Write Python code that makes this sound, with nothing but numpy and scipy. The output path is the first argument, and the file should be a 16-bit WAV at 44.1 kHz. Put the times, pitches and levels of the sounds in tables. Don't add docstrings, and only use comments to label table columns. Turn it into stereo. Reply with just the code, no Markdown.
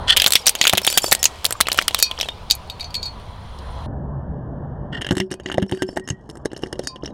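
import sys
import numpy as np
from scipy import signal
from scipy.fft import rfft, irfft, next_fast_len
from scipy.io import wavfile
from scipy.ndimage import uniform_filter1d

SR = 44100
rng = np.random.default_rng(int(sys.argv[2]) if len(sys.argv) > 2 else 0)


def put_to_file(sound):
    columns = np.atleast_2d(sound).T
    safe = np.clip(columns, -1, 1)
    whole_steps = np.round(safe * 32767)
    wavfile.write(sys.argv[1], SR, whole_steps.astype(np.int16))


def invert_db(x):
    u = np.asarray(x, float) / 20
    return 10 ** u


N = 314433

CUT_S, REPLAY_S = 3.862, 4.8468
LOADED_S = 1.36

# [start_s, shard_db, pitch_hz, treble_db]
FRAME_BREAKS = [(0.164, -4.5, 3300, -19.5), (0.1683, 5, 3400, -4), (0.173, 2, 3220, -4.5),
                (0.199, 1, 3150, -14.5), (0.2192, 1.5, 3200, -6), (0.242, -0.5, 3300, -13),
                (0.2619, 5, 3660, -4.5), (0.2711, -8.5, 1466, -8), (0.2783, -10, 7550, -12),
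                (0.3055, -13.5, 3430, -13), (0.3215, -3.5, 4236, -4), (0.334, -5.5, 3600, -4),
                (0.354, 8.5, 3460, 0.5), (0.4664, -5.5, 7900, -3.5), (0.4688, -4.5, 5500, -11.5),
                (0.473, 0, 3200, -6), (0.4805, 1, 5630, -9.5), (0.4928, -7.5, 3300, -1),
                (0.5517, -8, 2940, -15), (0.6127, 7, 3540, -17), (0.6396, -1, 3300, -18.5),
                (0.6525, -2.5, 2400, -19.5), (0.6692, 4.5, 3200, -10.5), (0.6758, -2.5, 3240, -3.5),
                (0.6952, 0.5, 3400, -7.5)]
# [start_s, shard_db, pitch_hz, treble_db]
CUP_BREAKS = [(0.7273, -6, 3500, -20), (0.7337, -20, 1970, -9), (0.7513, -6, 3430, -27),
              (0.773, -9, 3500, -11.5), (0.7789, 1.5, 3020, -5), (0.817, -23, 4040, -23),
              (0.8481, -7.5, 4060, -14.5), (0.8666, -26, 4140, -3), (0.8752, 0.5, 3230, -14),
              (0.9012, -19, 5000, -13.5), (0.9263, -19.5, 2510, -13), (0.9747, 0.5, 3140, 5),
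              (0.9808, -1.5, 3200, -2.5), (1.0424, -13, 3000, -15.5), (1.082, -19, 7060, -22.5),
              (1.1132, -4.5, 7040, -17.5), (1.1194, 4, 3604, -11.5), (1.1252, 0, 1920, 6.5),
              (1.1495, -9.5, 4400, -12), (1.2293, -9.5, 3020, -8), (1.2409, -5, 4570, -4),
              (1.254, 4, 6520, -17.5), (1.256, -5, 2700, -18.5)]
# [start_s, shard_db, pitch_hz, treble_db]
TREAD_BREAKS = [(1.4447, -12, 1500, -12), (1.4516, 1.5, 4160, -3), (1.4635, -44, 4300, -10.5),
                (1.5074, -10, 1630, -13), (1.5246, -21, 4300, -12), (1.7752, -49, 3310, -16.5),
                (1.6045, -7, 1560, -7), (1.6094, 6, 3680, 3), (1.6694, -5.5, 3560, -43),
                (1.685, -9.5, 1740, -15.5), (1.7168, 1, 3820, -15), (1.729, -51, 4530, -13),
                (1.7446, -15.5, 3140, -21.5), (1.7808, -4.5, 3100, -23), (1.7883, 0.5, 2800, -15),
                (1.8138, -11, 2150, -26), (1.8228, -13, 4430, -23), (1.8805, 2, 3050, -5.5),
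                (1.9083, -14, 3020, -37), (1.9455, -0.5, 3650, -7), (1.9896, -14.5, 4510, -11.5),
                (2.0, -19, 6230, -15.5), (2.0253, -9.5, 6820, 8), (2.112, -6.5, 3080, -35.5),
                (2.189, -18, 4940, -38), (2.2, -9, 3200, -37), (2.2107, -3, 3800, -20),
                (2.2291, -10, 3000, -50), (2.2574, -23.5, 3630, -60), (2.2864, -8, 3190, -44)]
# [start_s,
# level_db, pitch_hz]
FREED_SHARDS = [(0.1984, 2.5, 4870), (0.2778, -3.5, 7230), (0.3217, -3, 8190), (0.3354, -1, 7850),
                (0.3531, 0.5, 5680), (0.4673, 3.5, 8470), (0.4744, 0.5, 5720), (0.4804, -6, 5650),
                (0.4928, 1, 8680), (0.5571, -13, 6630), (0.6125, 4.5, 6740), (0.6514, 0, 6710),
                (0.6684, -4, 6730), (0.6754, -3, 7090), (0.6948, -3.5, 7570), (0.7334, -8, 8750),
                (0.7781, -9, 7040), (0.8669, -4, 8980), (0.9757, -4.5, 6910), (0.9817, -1, 6790),
                (1.1488, 0, 8170), (1.2286, -2, 6820), (1.2406, -2.5, 7080), (1.2545, 3, 6370),
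                (1.4516, -2.5, 9190), (1.5244, -1.5, 8490), (1.6097, 3.5, 8790), (1.6851, -13, 7790),
                (1.717, -2.5, 5140), (1.7284, -16, 9340), (1.7878, -8, 5240), (1.8801, -3.5, 9270),
                (2.1884, -19, 4950), (2.2114, 1.5, 5640),
                (0.179, -5.5, 3400), (0.2724, -14, 2420), (0.3631, -1, 2060), (0.6689, -0.5, 3400),
              (0.696, -5, 3400), (0.846, -11, 2940), (0.9263, -13, 3120), (0.9732, -8, 3200),
              (1.491, -25, 1650), (1.552, -5, 1150), (1.6556, -11, 2710), (1.699, -10, 3060),
              (1.9677, -9, 3200), (2.176, -11.5, 3140)]
# [start_s, level_db]
CRUNCH_LEVEL = [(0.14, -47.5), (.2, -33.5), (.27, -35.5), (.3, -46.5), (.37, -25), (.41, -50), (.45, -65.5),
                (.6, -43), (.63, -28), (.72, -47), (.83, -58.5), (0.881, -29.5), (.97, -34), (1.0, -48),
                (1.04, -34), (1.13, -48), (1.4, -48.5), (1.6, -58.5), (1.8, -33.5), (1.87, -46), (2.0, -34),
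                (2.151, -51.5), (2.24, -38), (2.361, -66)]
# [start_s, length_s, near_db, ground_db]
SCRAPES = [
    (0.072, .004, -36, -52),
    (0.079, 0.0042, -20.5, -38),
    (0.093, 0.00092, -16.5, -40),
    (0.0971, 0.0031, -16, -36),
    (0.1038, 0.0022, -12.5, -37),
    (0.1182, 0.0055, -20, -38.5),
    (0.126, 0.0048, -28.5, -45),
]
# [pitch_hz, width_hz, level_db]
FRAME_MODES = [(1500, 190, -3), (1820, 120, -2), (3200, 300, 7.5), (3400, 140, 4.5), (4100, 730, 3),
               (7440, 1200, -9)]
# [start_s, near_db, ground_db, ground_pitch_hz]
THUDS = [(0.2618, -6.5, -8, 236.4), (0.2783, -35.5, -13.5, 193), (0.3226, -26, -13.5, 292),
         (0.354, -14.5, -13.5, 230.5), (0.4659, -23, -24, 324), (0.5517, -31, -38, 397),
         (0.6121, -10, -20.5, 354), (0.6972, -37.5, -18, 303), (0.7341, 4.5, -0.5, 570),
         (0.7774, -12, -8.5, 224.4), (0.8749, -7.5, -9.5, 298.3), (0.974, -4.5, -11.5, 297),
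         (1.0424, -9, -17, 554), (1.1216, -3.5, -16.5, 412), (1.1253, -19, -4.5, 609),
         (1.257, -17, -21.5, 139), (1.6046, -4.5, -37, 340.7), (1.6091, -2.5, -8.5, 345),
         (1.685, -5, -21.5, 363), (1.7879, 2, -12.5, 390), (1.8815, -13.5, -16, 358),
         (1.9464, -6.5, -12.5, 335), (2.187, -18.5, -17.5, 343)]
# [pitch_hz, level_db, t60_s]
TYRE_MODES = [(109, -8, 0.06), (141, -14, 0.1), (196, -9, 0.27), (296.8, -13, 0.05), (375, -10, 0.24)]
# [start_s, level_db]
PINGS = [
    (0.458, -24.5),
    (0.587, -34.5),
    (.626, -26),
    (.878, -22),
    (1.984, -34),
    (1.991, -29),
    (1.996, -33.5),
    (2.005, -34.5),
    (2.026, -14.5),
]
# [pitch_hz, level_db, t60_s]
RIM_MODES = [(2400, -17, .2), (2500, -12, 0.24), (3773, -5, 0.13), (4356, -2, 0.13), (4660, -1, .16),
             (5060, -9, 0.11), (5640, -9, .11), (6100, -10, 0.09), (6800, -7, .1), (7770, -10, .07),
             (8640, -12, 0.075), (9280, -15, 0.06), (10400, -18, .05), (12500, -18, .04)]
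# [start_s, loudest_hz, level_db, length_s]
LENS_SKIDS = [(0.358, 5750, -16, 0.014), (0.39, 5580, -29.5, 0.021), (0.412, 4960, -32, 0.018),
              (0.626, 4400, -15, 0.011), (.699, 840, -21.5, 0.012), (0.831, 5400, -25.5, 0.036),
              (0.885, 4650, -21, 0.031), (.906, 4650, -15, 0.016), (.919, 7850, -20.5, 0.013),
              (.934, 4650, -22, 0.066), (0.941, 1580, -28.5, .045), (.962, 5360, -21.5, 0.016),
              (1.018, 7200, -16.5, 0.014), (1.031, 5310, -18, 0.042), (1.057, 4630, -17.5, .03),
              (1.065, 7200, -22, 0.013), (1.084, 7200, -25, 0.022), (1.112, 8040, -16.5, 0.019),
              (1.19, 5330, -28.5, 0.03), (1.478, 7200, -38.5, 0.073), (1.564, 7200, -39.5, 0.013),
              (1.612, 3900, -23.5, 0.024), (2.035, 1035, -36, 0.15), (1.146, 1886, -42.5, 0.13),
              (1.258, 1903, -41.5, 0.098), (2.232, 3300, -15, 0.013), (2.241, 2630, -15.5, 0.0081),
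              (2.257, 3840, -31, 0.017), (2.286, 3655, -15, 0.011), (2.311, 3670, -37, .03),
              (2.316, 2920, -24, 0.011)]
# [pitch_hz, width_hz, level_db]
LENS_MODES = [(4650, 90, -14), (5330, 90, -14), (6200, 120, -16.5), (7200, 100, -13), (7900, 110, -16.5),
              (8800, 120, -17.5), (9620, 120, -12.5), (11500, 200, -19.5), (14000, 250, -18.5)]
# [start_s, ring_db, struck_hz, tick_db, tick_hz]
TUMBLES = [(2.5004, -20, 4657, -14, 3200), (2.5097, -19.5, 3801, 6, 4400), (2.519, -22.5, 6142, -7, 6100),
           (2.552, -60, 11420, -21, 11420), (2.675, -66.5, 4366, -47, 9000),
           (2.699, -31.5, 12400, -18, 3450), (2.797, -36, 3801, -21.5, 3060), (2.807, -28, 4657, -36, 4570),
           (2.829, -50, 2342, -24, 2600), (2.843, -35.5, 6142, -27, 3500), (2.906, -48, 4657, -31, 3200),
           (2.943, -30, 4657, -10, 3300), (2.952, -25, 4366, -15, 3400), (3.0205, -46, 4366, -43, 4400),
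           (3.029, -27, 4657, -21, 4200), (3.056, -32, 4366, -35, 4460), (3.062, -33, 4657, -34, 3600),
           (3.08, -56, 4366, -32, 4030), (3.199, -59, 4366, -33, 2990), (3.588, -61, 4366, -30, 4470)]
# [pitch_hz, level_db, t60_s]
LOOSE_MODES = [(2342, -19.5, 0.23), (2496, -18, 0.17), (3801, -4.5, 0.078), (4366, -0.5, 0.15),
               (4657, -3.5, 0.082), (5604, -22, 0.093), (6142, -13.5, 0.086), (6790, -14.5, 0.1),
               (7850, -18, 0.084), (9020, -15.5, 0.073), (10330, -22, 0.066), (11420, -26, .04),
               (12400, -20, 0.053), (14400, -20, .035)]
# [start_s, level_db]
WHEEL_SHADE = [(.16, -17), (.44, -5.5), (.48, -21), (.7, -17.5), (1.0, -17), (1.1, -23.5), (1.26, -13.5),
               (1.45, -26.5), (1.7, -19), (1.95, -16), (2.02, -20.5), (2.1, -12.5), (2.3, -14.5)]
# [pitch_hz, level_db]
GROUND_COLOUR = [(1000, 16.5), (1700, 13), (2200, 6.5), (2800, 18), (3500, -7.5), (4000, 1), (4800, -9),
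                 (5700, -6.5), (6900, -11), (7600, -4.5), (10000, -15), (13000, -24), (16000, -59)]
# [pitch_hz, right_lag_rad, left_minus_right_db]
PORTS = [(250, 0, 0), (520, .3, -5), (700, .9, -4), (1030, 2.0, 0), (1400, 2.7, 5), (1640, 2.9, 12),
         (1800, .9, 9), (2050, 2.1, -1), (2580, 3.3, 1), (3600, 4.1, 5), (4300, 3.4, 0), (5500, 5.4, 11),
         (7600, 4.3, -9), (9300, 5.4, 8)]
# [start_s, rumble_db, roar_db, grit_hiss_db]
BED_NEAR = [
    (0.0, -30, -31.5, -53),
    (0.35, -46, -41.5, -43),
    (3.4, -37.5, -43.5, -54),
    (3.86, -33, -38.5, -52),
]
# [start_s, rumble_db, roar_db, grit_hiss_db]
BED_GROUND = [
    (3.87, -32, -36.5, -69),
    (6.55, -38.5, -36, -62),
    (7.13, -30.5, -31, -58),
]
# [pitch_hz, density_db_per_hz]
AIR_NEAR = [(15, -20), (25, 1.5), (87, -4), (223, -13.5), (309, -20), (560, -14.5), (962, -14),
            (1790, -27.5), (4140, -29), (7500, -43.5), (16000, -54.5)]
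# [pitch_hz, density_db_per_hz]
AIR_GROUND = [(25, -19.5), (60, -3), (150, -10.5), (230, -6), (400, -12.5), (600, -14.5), (1000, -14.5),
              (1400, -21.5), (1750, -30), (2000, -47), (2400, -52.5), (3000, -46), (3600, -63),
              (12000, -95)]
# [pitch_hz, width_hz, over_rumble_db]
HUM_NEAR = [(69.5, 15, -3.5), (982, 54, -12), (3300, 410, -19.5), (4080, 160, -23.5), (9480, 70, -31)]
# [pitch_hz, width_hz, over_rumble_db]
HUM_GROUND = [(65.4, 17, -2), (137.3, 19, -1), (585.7, 9, -14)]


def breaks():
    snap_lag_s = 0.00055
    pinned_ring = 0.73
    snaps = []
    for rows, ring_time in [(FRAME_BREAKS + CUP_BREAKS, 1), (TREAD_BREAKS, pinned_ring)]:
        for s, db, hz, treble_db in rows:
            snaps.append((s + snap_lag_s, max(db, treble_db), snap(db, hz, treble_db, ring_time)))
    for s, db, hz in FREED_SHARDS:
        snaps.append((s, db, shard(db - 8.5, hz)))
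    return snaps


def snap(db, hz, treble_db, ring_time):
    splinters, splinter_db, splinter_t60_s = 7, -14.5, .022
    tick_db, tick_t60_s, spike = -6.5, 0.0064, 14
    t = np.arange(3600) / SR / ring_time
    shard_noise, fizz_noise, tick_noise = rng.standard_normal((3, len(t)))
    pitch_luck, level_luck = rng.random((2, splinters, 1))
    rise = 1 - np.exp(-t / 0.000083)
    ring_decay = invert_db(-60 * t / 0.025) + invert_db(-33.5 - 60 * t / 0.12)
    ring = evened(resonate(shard_noise, hz, 0.14 * hz)) * ring_decay
    crack_decay = invert_db(-60 * t / 0.0066) + invert_db(-14.5 - 60 * t / 0.071)
    crack = evened(resonate(shard_noise, 0.92 * hz, 0.41 * hz)) * crack_decay
    fizz_decay = invert_db(-60 * t / 0.014) + invert_db(-19.5 - 60 * t / 0.076)
    fizz = evened(resonate(fizz_noise, 9200, 7900)) * fizz_decay
    splinter_hz = 0.51 * hz * 2.6 ** pitch_luck
    bits_level = invert_db(splinter_db - 27.7 * level_luck - 4 * pitch_luck - 60 * t / splinter_t60_s)
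    bits = (np.sin(2 * np.pi * splinter_hz * t * ring_time) * bits_level).sum(0)
    edge = tick_noise + spike * (np.arange(len(t)) == 0)
    tick = invert_db(max(db - 19.5, treble_db) + tick_db - 60 * t / tick_t60_s) * band(edge, 1500, 12500)
    body = invert_db(db) * (0.23 * ring + 0.5 * crack + bits)
    return tick + rise * (body + invert_db(treble_db - 5.0) * fizz)


def shard(db, hz):
    t60_s, relative_width = .02, .07
    t = np.arange(1200) / SR
    ring = evened(resonate(rng.standard_normal(len(t)), hz, relative_width * hz))
    return invert_db(db - 60 * t / t60_s) * ring * (1 - np.exp(-t / .0003))


def crunch(delay):
    s, db = np.transpose(CRUNCH_LEVEL)
    sizes = invert_db(3.5 * np.minimum(rng.exponential(1, N), 4))
    clicks = (rng.random(N) < 900 / SR) * sizes
    puffs = signal.lfilter([1], [1, -.99], clicks) * rng.standard_normal(N)
    sound = evened(.9 * evened(frame_resonance(puffs)) + evened(band(puffs, 2200, 8000)))
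    return sound * invert_db(np.interp(np.arange(N) / SR - delay, s, db, -120, -120))


def scrape(length, db):
    grit = rng.standard_normal(3000) * invert_db(2.9 * rng.standard_normal(3000))
    u = np.arange(len(grit)) / SR / np.clip(length, .001, .009)
    stroke = u * np.exp(1 - u)
    return invert_db(db) * frame_resonance(evened(grit) * stroke)


def frame_resonance(x):
    return sum(invert_db(db) * resonate(x, hz, w) * np.sqrt(SR / (4 * w)) for hz, w, db in FRAME_MODES)


def thump(db, hz):
    t = np.arange(2600) / SR
    push = np.sin(2 * np.pi * hz * rng.uniform(0.92, 1.2) * t)
    push = push * invert_db(-60 * hz * t / 7) * (1 - np.exp(-t / 0.0002))
    puff = evened(resonate(rng.standard_normal(len(t)), 1.1 * hz, 1.2 * hz)) * invert_db(-60 * hz * t / 14)
    return invert_db(db) * (1.204 * push + 0.42 * puff)


def knocks(delay, extra_db, hz):
    knock_db, slope = -20.5, 0.13
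    out = np.zeros(N)
    for s, db, _, treble_db in FRAME_BREAKS + CUP_BREAKS + TREAD_BREAKS:
        add(out, s + delay, thump(knock_db + extra_db + slope * max(db, treble_db), hz))
    return band(out, 70, 6000)


def tyre(thumps, ring_db, delay):
    thumps = band(thumps, 70, 6000)
    loaded = np.arange(N) / SR > LOADED_S + delay
    drive = thumps * invert_db(ring_db - 15 * loaded)
    response = rings(TYRE_MODES, np.arange(12000) / SR, split=0.081)
    ring = signal.oaconvolve(drive, response)[:N]
    return thumps + ring * flutter(N, count=500, depth=.3)


def rim_pings(delay, extra_db):
    out, t = np.zeros(N), np.arange(8000) / SR
    for s, db in PINGS:
        ring = rings(RIM_MODES, t, jitter_db=3.5, split=.012)
        add(out, s + delay, invert_db(db + extra_db) * np.minimum(t / .0006, 1) * ring)
    return out


def lens_skids(delay, extra_db):
    out, t = np.zeros(N), np.arange(6000) / SR
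    body = sum(invert_db(db) * evened(resonate(rng.standard_normal(SR), hz, w)) for hz, w, db in LENS_MODES)
    for s, hz, db, length in LENS_SKIDS:
        squeak = evened(resonate(rng.standard_normal(6000), hz, .012 * hz))
        squeak = squeak + (hz > 4200) * body[rng.integers(SR - 6000):][:6000]
        u = t / length
        stroke = (1 - np.exp(-u / 0.08)) * np.exp(-2.0 * u ** 0.9)
        level = invert_db(db + extra_db * np.sqrt(min(hz / 5000, 1)))
        add(out, s + delay, level * squeak * stroke)
    return out


def tumbles():
    struck_db, tick_treble_db = 8.5, -17
    out, t = np.zeros(N), np.arange(6000) / SR
    for s, db, struck_hz, tick_db, tick_hz in TUMBLES:
        modes = []
        for hz, mode_db, t60 in LOOSE_MODES:
            nearness = np.exp(-(np.log(hz / struck_hz) / .04) ** 2)
            modes.append((hz, mode_db + struck_db * nearness, t60))
        ring = np.minimum(t / .0008, 1) * rings(modes, t, jitter_db=3, split=.012)
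        add(out, s, invert_db(db) * ring * flutter(len(t), count=40, depth=.18))
        tick = snap(tick_db, tick_hz, tick_db + tick_treble_db, 0.83)
        add(out, s, band(tick, 2600, 15000))
    return out


def bed(rows, air, hum):
    frames, hz = N // 256 + 5, np.fft.rfftfreq(1024, 1 / SR)
    real, imaginary, patches = rng.standard_normal((frames, 513, 3)).T
    patches = evened(uniform_filter1d(uniform_filter1d(patches, 8, 0), 10, 1))
    spectrum = (real + 1j * imaginary) * invert_db(read(air, hz)[:, None] + 1.5 * patches)
    s, *levels_db = np.transpose(rows)
    t, out = np.arange(N) / SR, 0
    layer = np.digitize(hz, [250, 2100])
    for k, db in enumerate(levels_db):
        part = signal.istft(spectrum * (layer == k)[:, None], nperseg=1024, noverlap=768)[1][:N]
        out = out + evened(part) * invert_db(np.interp(t, s, db))
    lines = sum(invert_db(db) * evened(resonate(rng.standard_normal(N), f, w)) for f, w, db in hum)
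    return out + lines * invert_db(np.interp(t, s, levels_db[0]))


def ducked(background, loud, over_db, back_db_per_s):
    power_db = 10 * np.log10(abs(uniform_filter1d(loud ** 2, 600)) + 1e-12)
    fall = np.arange(N) * back_db_per_s / SR
    held_db = np.maximum.accumulate(power_db + fall) - fall
    excess_db = np.maximum(held_db - over_db, 0)
    return background / invert_db(uniform_filter1d(excess_db, 500))


def evened(x):
    return x / np.sqrt(np.mean(x ** 2) + 1e-20)


def read(points, hz, column=1):
    table = np.transpose(points)
    return np.interp(np.log(hz + 1), np.log(table[0] + 1), table[column])


def add(mix, s, sound):
    part = mix[round(s * SR):][:len(sound)]
    part += sound[:len(part)]


def resonate(x, hz, width):
    b, a = signal.iirpeak(hz, hz / (1.55 * width), SR)
    return signal.lfilter(b, a, signal.lfilter(b, a, x))


def band(x, lo_hz, hi_hz):
    sos = signal.butter(2, [lo_hz, min(hi_hz, SR / 2.1)], "band", fs=SR, output="sos")
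    return signal.sosfilt(sos, x)


def rings(modes, t, jitter_db=0, split=0):
    luck = rng.standard_normal((len(modes), 2))
    out = 0
    for (hz, db, t60), (level_luck, split_luck) in zip(modes, luck):
        decay = invert_db(db + jitter_db * level_luck - 60 * t / t60)
        beating = 1 + 0.45 * np.cos(2 * np.pi * split * split_luck * hz * t)
        out = out + decay * np.sin(2 * np.pi * hz * t) * beating
    return out


def flutter(size, count, depth):
    drift = uniform_filter1d(uniform_filter1d(rng.standard_normal(size), count), count)
    return 1 + depth * evened(drift)


def near_camera(snaps):
    free_thud_hz, loaded_thud_hz = 660, 1124
    sharp = rim_pings(0, 0) + lens_skids(0, 0) + crunch(0) + tumbles()
    thumps = np.zeros(N)
    for s, _, sound in snaps:
        add(sharp, s, sound)
    for s, db, *_ in THUDS:
        add(thumps, s, thump(db, free_thud_hz if s < LOADED_S else loaded_thud_hz))
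    for s, length, db, _ in SCRAPES:
        add(sharp, s, scrape(length, db))
    loud = sharp + tyre(thumps, -42.5, 0) + knocks(0, 0, 600)
    out = loud + ducked(bed(BED_NEAR, AIR_NEAR, HUM_NEAR), loud, -8.5, 77)
    return np.array([out, out])


def ground_camera(snaps):
    top_db, knock_db = -5.5, -6
    sharp = rim_pings(REPLAY_S, -12.5) + lens_skids(REPLAY_S, -19) + invert_db(-19.5) * crunch(REPLAY_S)
    thumps = np.zeros(N)
    shade_s, shade_db = np.transpose(WHEEL_SHADE)
    for s, db, sound in snaps:
        gain_db = min(np.interp(s, shade_s, shade_db), top_db - db)
        add(sharp, s + REPLAY_S, invert_db(gain_db) * sound)
    for s, _, db, hz in THUDS:
        add(thumps, s + REPLAY_S, thump(db, hz))
    for s, length, _, db in SCRAPES:
        add(sharp, s + REPLAY_S, scrape(length, db))
    bright = resonate(sharp, 5870, 3200) + 0.58 * band(sharp, 7340, 12600)
    pinned = invert_db(-1.5) * sharp + invert_db(4.5) * bright
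    sharp = np.where(np.arange(N) / SR > LOADED_S + REPLAY_S, pinned, sharp)
    thumps = tyre(thumps, -36.5, REPLAY_S) + knocks(REPLAY_S, knock_db, 313)
    background = bed(BED_GROUND, AIR_GROUND, HUM_GROUND)
    low = thumps + ducked(background, thumps + sharp, -33.0, 25.0)
    return two_ports(sharp, low)


def two_ports(sharp, low):
    size = next_fast_len(N + 4096)
    hz = np.fft.rfftfreq(size, 1 / SR)
    z = rfft(sharp, size) * invert_db(read(GROUND_COLOUR, hz)) + rfft(low, size)
    lag, tilt_db = read(PORTS, hz, column=1), read(PORTS, hz, column=2)
    left = z * invert_db(tilt_db / 2)
    right = z * invert_db(-tilt_db / 2) * np.exp(-1j * lag)
    pair = irfft(np.array([left, right]), size)[:, :N]
    scatter = rng.standard_normal((2, 300)) * invert_db(-60 * np.arange(300) / SR / 0.013)
    scatter = band(scatter / np.linalg.norm(scatter[0]), 6180, 14000)
    return pair + invert_db(3.0) * signal.oaconvolve(pair, scatter, axes=1)[:, :N]


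def scene():
    splice_s = .001
    over = np.clip((np.arange(N) / SR - CUT_S) / splice_s, 0, 1)
    snaps = breaks()
    return (1 - over) * near_camera(snaps) + over * ground_camera(snaps)


def top_cut(x):
    return signal.sosfilt(signal.butter(12, 16750, fs=SR, output="sos"), x)


def record(dry):
    edge = signal.firwin(255, 16400, window=("kaiser", 8), fs=SR)
    mix = signal.oaconvolve(np.clip(dry, -1, 1), edge[None], "same")
    return top_cut(mix)


dry = scene()
out = record(dry)
put_to_file(out)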